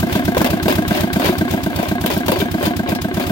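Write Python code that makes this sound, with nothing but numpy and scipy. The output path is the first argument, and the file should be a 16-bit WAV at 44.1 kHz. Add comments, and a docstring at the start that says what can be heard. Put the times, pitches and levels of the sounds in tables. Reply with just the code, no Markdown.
"""Concrete crunches and cracks over a chugging engine: a jaw crusher, heard just above its steel hopper.
The jaw squeezes two slabs about 3.6 times a second, grinding off grit and making its steel plates ring.
Now and then the concrete cracks, flicks off a splinter or thuds on the steel.
A slow single-cylinder diesel drives it: each cycle gulps air, knocks, thumps out exhaust and clatters.
Belts and flywheel rumble underneath, and the treble echoes between the hopper walls."""
import sys
import numpy as np
from scipy import signal
from scipy.fft import rfft, irfft, next_fast_len
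from scipy.io import wavfile

SR = 44100
rng = np.random.default_rng(int(sys.argv[2]) if len(sys.argv) > 2 else 0)


def dump(signal):
    """Clip the signal to [-1, 1] and save it as 16-bit WAV at the path in sys.argv[1]."""
    limited = np.clip(np.atleast_2d(signal).T, -1, 1)
    pcm = np.round(limited * 32767).astype(np.int16)
    wavfile.write(sys.argv[1], SR, pcm)


N = 145971
TIME, RING = np.arange(N) / SR, np.arange(SR // 5) / SR  # seconds: the whole scene, one short sound
MODE_SCATTER_DB = 1.5  # how much a ringing tone's level varies from hit to hit

# Cracks in the concrete: t/s, clack pitch f/Hz, snap level/dB, body level/dB
CRACK_EVENTS = [(.152, 3480, -18, -20), (.347, 1768, -22.5, -27), (.368, 887, -19, -7),
                (.415, 1332, -13.5, -9.5), (.4445, 2144, -12, -12), (.462, 3628, -15, -13),
                (.681, 3620, -14, -8), (1.197, 1520, -20.5, -14.5), (1.244, 2352, -17, -12.5),
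                (1.829, 1990, -22, -14.5), (2.061, 2970, -13, -14), (2.102, 2645, -17, -12),
                (2.282, 2900, -13, -8.5), (2.318, 3600, -16.5, -10), (2.359, 1730, -24, -24),
                (2.402, 3050, -16, -26), (2.627, 1677, -21, -12.5), (2.654, 3657, -14.5, -16),
                (2.95, 4140, -19.5, -23), (3.198, 1630, -19, -15.5)]
# Tone colour of breaking grit: f/Hz, level/dB
GRIT_SPECTRUM = [(300, -32), (900, -17), (1400, 1.5), (2400, 1.5), (3700, -1.5), (5500, -4.5), (8500, -10),
                 (12500, -5.5), (16000, -1)]


def concrete():
    """Each squeeze of the jaw grinds out bright grit and a deeper crunch, and the slabs break."""
    # Squeezes: peak t/s, rise/s, fall/s, grit level/dB, body level/dB
    squeezes = [(.14, 0.036, 0.072, -28, -23.5), (.385, 0.022, .13, -29.5, -19),
                (0.704, .018, 0.038, -24, -18.5), (.985, 0.063, 0.039, -25.5, -21.5),
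                (1.265, 0.061, 0.052, -22.5, -17.5), (1.535, 0.04, 0.059, -30, -25.5),
                (1.824, 0.062, 0.062, -29.5, -20.5), (2.127, 0.058, 0.059, -27.5, -24),
                (2.336, 0.045, 0.078, -27.5, -20), (2.412, .014, 0.014, -29.5, -44),
                (2.662, 0.046, 0.031, -25, -20), (2.897, 0.017, 0.02, -26, -17),
                (3.206, 0.046, 0.26, -31, -26.5)]
    # Tone colour of the deeper crunch, the slab's body: f/Hz, level/dB
    body_spectrum = [(100, -41), (250, -11), (360, 9), (450, -20), (540, -0.5), (700, 1), (800, -12.5),
                     (980, -5), (1300, -26.5), (2500, -11), (8000, -70)]
    grit_force = sum(amp(db) * swell(TIME - s, rise, fall) for s, rise, fall, db, _ in squeezes)
    body_force = sum(amp(db) * swell(TIME - s, rise, fall) for s, rise, fall, _, db in squeezes)
    stall_s, stall_depth = .01, .51  # the grinding sticks briefly before each crack
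    stalls = [1 - stall_depth * np.exp(-((TIME - s) / stall_s + 1) ** 2) for s, *_ in CRACK_EVENTS]
    slip = np.prod(stalls, axis=0)
    grit = grains(GRIT_SPECTRUM, grit_force * slip, t60=.043, pitches=np.geomspace(900, 12000, 8))
    body = grains(body_spectrum, body_force * slip, t60=.073, pitches=np.geomspace(280, 1100, 8))
    return grit + body + crumbs(grit_force * slip) + cracks() + chips() + thuds() + plates(grit_force)


def grains(spectrum, force, t60, pitches):
    """Tiny fractures, louder under more force, at contact spots that each ring at their own pitch."""
    grains_per_s, scatter_db = 900, 6
    out = np.zeros((2, N))
    for hz in pitches:
        breaks = rng.random(N) < grains_per_s / len(pitches) / SR
        sizes = amp(scatter_db * np.clip(rng.standard_normal(N), -2, 2))
        clicks = unit(breaks * sizes) * force
        ring = burst(tinted(spectrum, hz), t60)
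        out += signal.fftconvolve(clicks[None], ring / np.linalg.norm(ring), axes=1)[:, :N]
    return out / 2


def crumbs(force):
    """Coarse crumbs burst off one by one, each with its own short ring."""
    crumbs_per_s, middle_hz = 170, 2100
    out = np.zeros((2, N))
    for when, pitch, size in rng.random((int(crumbs_per_s * N / SR), 3)):
        hz = middle_hz * 2 ** (2 * pitch - 1)  # up to an octave either way
        add(out, when * N / SR, force[int(when * N)] * (size + .5) * clink(hz, t60=.037))
    return out * amp(-2)


def cracks():
    """A crack snaps, rings the broken piece and the slab, and runs on in two weaker jumps."""
    gap_s, jump_db = .0066, -4.5
    # Tone colour of the slab as it cracks: f/Hz, level/dB
    slab_spectrum = [(150, -6), (330, 4.5), (530, 13), (720, 2), (980, 5.5), (1300, -6.5), (8000, -30)]
    out = np.zeros((2, N))
    for s, hz, snap_db, body_db in CRACK_EVENTS:
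        add(out, s, amp(snap_db - 12.5) * clink(hz, t60=.12))
        add(out, s, amp(body_db) * burst(slab_spectrum, t60=.05))
        delays = np.append(0, np.cumsum(gap_s * (.5 + rng.random(size=2))))
        for k, delay in enumerate(delays):
            add(out, s + delay, amp(snap_db + jump_db * k) * burst(tinted(GRIT_SPECTRUM, hz), t60=.035))
    return out


def chips():
    """Splinters flick against the steel with a bright tick."""
    # Flicks: t/s, level/dB
    flicks = [(2.063, -10.5), (2.178, -15), (2.317, -9.5)]
    tick_spectrum = [(2000, -20), (7000, -5), (14000, 7.5)]  # f/Hz, level/dB
    out = np.zeros((2, N))
    for s, db in flicks:
        add(out, s, amp(db) * burst(tick_spectrum, t60=.021))
    return out


def thuds():
    """A slab shifts and bumps the jaw, sounding one low tone."""
    # Bumps: t/s, f/Hz, level/dB
    bumps = [(.365, 499, -12.5), (.681, 632, -12), (.695, 373.7, -12.5), (1.266, 390, -16),
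             (1.293, 355, -7.5), (2.282, 566, -14.5), (2.319, 520, -13), (2.402, 397, -12),
             (2.668, 306, -11)]
    out = np.zeros((2, N))
    for s, hz, db in bumps:
        add(out, s, amp(db) * mode(hz, t60=.11) * onset(rise_s=.0018))
    return out


def plates(force):
    """The grinding shakes the steel jaw plates, so they ring along."""
    # Tones of the plates: f/Hz, ring time/s, level/dB
    tones = [(705, 0.17, -3), (982, 0.14, -1), (2710, 0.073, -25), (3140, 0.13, -6), (3530, 0.15, -3.5),
             (4540, 0.11, -8.5)]
    steel = sum(amp(db) * mode(hz, t60) for hz, t60, db in tones)
    shaking = force * rng.standard_normal((2, N))
    return amp(-4.5) * signal.fftconvolve(shaking, steel[None] / np.linalg.norm(steel), axes=1)[:, :N]


def clink(hz, t60):
    """A broken piece rings with three tones around hz, differently for each piece and each side."""
    pitches = hz * np.array([.77, 1, 1.27]) * np.exp(.04 * rng.standard_normal(3))
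    ring = np.zeros((2, len(RING)))
    for f in pitches:
        gain = amp(MODE_SCATTER_DB * rng.standard_normal((2, 1)))
        ring += gain * np.sin(2 * np.pi * (f * RING + rng.random((2, 1))))
    return ring * fade(t60)


def tinted(spectrum, hz):
    """Each piece of stone favours one pitch: lift the spectrum around hz."""
    lift_db, width_octaves = 5, .28
    grid = np.geomspace(100, 20000, 80)
    lift = lift_db * np.exp(-.5 * (np.log2(grid / hz) / width_octaves) ** 2)
    return np.column_stack([grid, along(spectrum, grid) + lift])


def engine(load):
    """Every diesel cycle repeats the same air puffs, metal blows and hisses, slightly varied."""
    cycle_s, first_s = .12568, -.1336
    puff_scatter_db, scatter_db, scatter_s = .5, .9, .0001
    # Two intake gulps, then three exhaust tones: t/s in the cycle, f/Hz, half length/s, level/dB
    puffs = [(0.0093, 103, 0.0027, -15), (0.02124, 114, 0.0031, -14.5), (.0488, 204.3, 0.0044, -10),
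             (.046, 653, 0.005, -19), (0.043, 116.4, 0.0044, -18.5)]
    # Firing knock, piston slap, valve gear: t/s in the cycle, rise/s, clank level/dB
    blows = [(0.0364, 0.00044, -24.5), (0.0758, 0.00056, -64.5), (0.104, 0.00047, -24.5)]
    # Tones of the engine block: f/Hz, ring time/s, level/dB for each of the three blows
    block = [(193.5, 0.14, -30, -65, -30), (245.9, 0.12, -24.5, -14, -39.5), (312.7, 0.16, -16, -22.5, -30),
             (364.6, 0.16, -20.5, -34, -21), (492, 0.05, -24.5, -24, -33.5), (634, 0.048, -32, -76, -25),
             (704, 0.16, -30, -19.5, -49), (919, 0.084, -26, -45, -39), (1076, 0.096, -32.5, -48, -27.5),
             (1567, 0.064, -17.5, -60, -22.5), (1652, 0.087, -56, -25, -27),
             (2090, 0.043, -24.5, -27.5, -24.5)]
    # Tone colour of a clank: f/Hz, level/dB
    clank_spectrum = [(300, -50), (900, 40), (1300, -2), (2200, 17), (4000, 21), (6000, -41)]
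    # Hisses: peak t/s in the cycle, rise/s, fall/s, level/dB
    hisses = [(.012, .0036, 0.0065, -20.5), (0.041, 0.0073, 0.016, -29.5), (.079, 0.0038, 0.0061, -33.5)]
    # Tone colour of the hiss: f/Hz, level/dB
    hiss_spectrum = [(200, -5.5), (700, 6.5), (2000, 1.5), (3600, 3.5), (6000, -2.5), (9000, -6.5),
                     (13000, -2), (16000, 1.5)]
    out, hiss_level = np.zeros((2, N)), np.zeros(N)
    clank_t60 = .022
    clanks = [burst(clank_spectrum, clank_t60) for _ in blows]
    tones = np.array([mode(hz, t60) for hz, t60, *_ in block])
    tone_levels = np.array(block)[:, 2:].T
    centred = RING - RING.mean()
    for start in np.arange(first_s, N / SR, cycle_s):
        for s, hz, width, db in puffs:
            puff = -np.exp(-.5 * (centred / width) ** 2) * np.cos(2 * np.pi * hz * centred)
            add(out, start + s - RING.mean(), amp(db + puff_scatter_db * rng.normal()) * puff)
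        for (s, rise, db), tone_db, clank in zip(blows, tone_levels, clanks):
            ring = amp(tone_db + MODE_SCATTER_DB * rng.standard_normal(len(block))) @ tones
            fresh = amp(-3.5) * burst(clank_spectrum, clank_t60)  # the part that is new each cycle
            blow = (ring + amp(db) * (clank + fresh)) * onset(rise)
            add(out, start + s + scatter_s * rng.normal(), amp(scatter_db * rng.normal()) * blow)
        for s, rise, fall, db in hisses:
            add(hiss_level, start, amp(db + scatter_db * rng.normal()) * swell(RING - s, rise, fall))
    hiss = hiss_level * noise(hiss_spectrum, N)
    return load * out + load ** 1.5 * hiss  # the hiss grows fastest with load


def rumble():
    """Belts and flywheel make a steady low noise."""
    # Tone colour of the rumble: f/Hz, level/dB
    spectrum = [(32, -40), (60, -11), (100, 6.5), (140, -8), (280, 10.5), (450, -16), (700, -9.5),
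                (1300, -14), (3500, -19), (6000, -33.5), (14000, -39)]
    return amp(-27.5) * noise(spectrum, N)


def hopper(x):
    """The treble bounces to and fro between the steel walls."""
    t = RING[:SR // 25]
    arrivals = (rng.random((2, len(t))) < .03) * (t > .002)
    echoes = arrivals * rng.standard_normal((2, len(t))) * fade(t60=.045)[:len(t)]
    echoes = signal.sosfilt(signal.butter(2, 2900, 'high', fs=SR, output='sos'), echoes)
    echoes /= np.linalg.norm(echoes, axis=1, keepdims=True)
    return x + amp(-10) * signal.fftconvolve(x, echoes, axes=1)[:, :N]


def burst(spectrum, t60):
    """A hit rings so many tones at once that it sounds like fading noise; its energy is always the same."""
    shape = fade(t60) * onset(rise_s=.0003)
    return unit(noise(spectrum, len(RING)) * shape) * np.sqrt(np.mean(shape ** 2))


def noise(spectrum, size):
    """Stereo noise with the given tone colour, partly alike on both sides in the bass."""
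    # How alike left and right are: f/Hz, likeness (1 = the same)
    likeness = [(100, 0.53), (700, 0.46), (1400, 0.39), (4000, 0.015)]
    hz = np.fft.rfftfreq(size, 1 / SR)
    spread = np.arccos(along(likeness, hz)) / 2
    coloured = rfft(rng.standard_normal((2, size))) * amp(along(spectrum, hz))
    mid, side = irfft(coloured * [np.cos(spread), np.sin(spread)], size)
    return unit(np.array([mid + side, mid - side]))


def mode(hz, t60):
    """One ringing tone that dies away."""
    return np.sin(2 * np.pi * hz * RING) * fade(t60)


def fade(t60):
    """A fall of 60 dB in t60 seconds, the ring time."""
    return 1000 ** (-RING / t60)


def onset(rise_s):
    """A quick, smooth rise from silence."""
    return 1 - np.exp(-RING / rise_s)


def swell(t, rise, fall):
    """A bell-shaped rise to t = 0, then a fading tail."""
    return np.exp(np.where(t < 0, -.5 * (t / rise) ** 2, -np.abs(t) / fall))


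def amp(db):
    """Decibels to gain."""
    return 10 ** (np.asarray(db) / 20)


def unit(x):
    """Scale to an average (rms) level of 1."""
    return x / np.sqrt(np.mean(x ** 2) + 1e-20)


def along(points, hz):
    """Read between (f/Hz, value) points on a pitch scale."""
    f, values = np.transpose(points)
    return np.interp(np.log(hz + 1), np.log(f + 1), values)


def add(out, s, x):
    """Mix x into out, starting at s seconds."""
    i = int(round(s * SR))
    a, b = max(i, 0), min(i + x.shape[-1], N)
    if b > a:
        out[..., a:b] += x[..., a - i:b - i]


def scene():
    """Engine and rumble with the crushing on top, all echoing in the hopper."""
    # The engine eases once the slab has split: t/s, level/dB
    easing = [(1.1, 2), (1.6, 0.4), (3.3, -1.16)]
    load = amp(np.interp(TIME, *np.transpose(easing)))
    return hopper(engine(load) + load * rumble() + concrete())


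def record(dry):
    """Two microphones, unlike in tone, round off loud peaks and lose the deepest bass and highest treble."""
    left_lead_s, low_cut_hz, top_hz, ceiling = .00019, 32, 15950, .95
    # Balance: f/Hz, left minus right level/dB
    balance = [(100, -4), (160, -1.8), (550, 1.3), (1220, -.5), (2010, 2), (3330, 8), (5500, 9), (9080, 6),
               (15000, -3)]
    size = next_fast_len(N + SR // 5)
    hz, side = np.fft.rfftfreq(size, 1 / SR), np.array([[.5], [-.5]])
    colour = amp(side * along(balance, hz))
    colour /= np.sqrt(np.mean(colour ** 2, axis=0))
    time_shift = np.exp(2j * np.pi * hz * side * left_lead_s)
    low_cut = 1 - np.exp(-(hz / low_cut_hz) ** 2)
    heard = irfft(rfft(dry, size) * colour * time_shift * low_cut, size)
    rounded = heard / (1 + np.abs(heard / ceiling) ** 6) ** (1 / 6)
    return irfft(rfft(rounded) * (hz < top_hz), size)[:, :N]


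dry = scene()
out = record(dry)
dump(out)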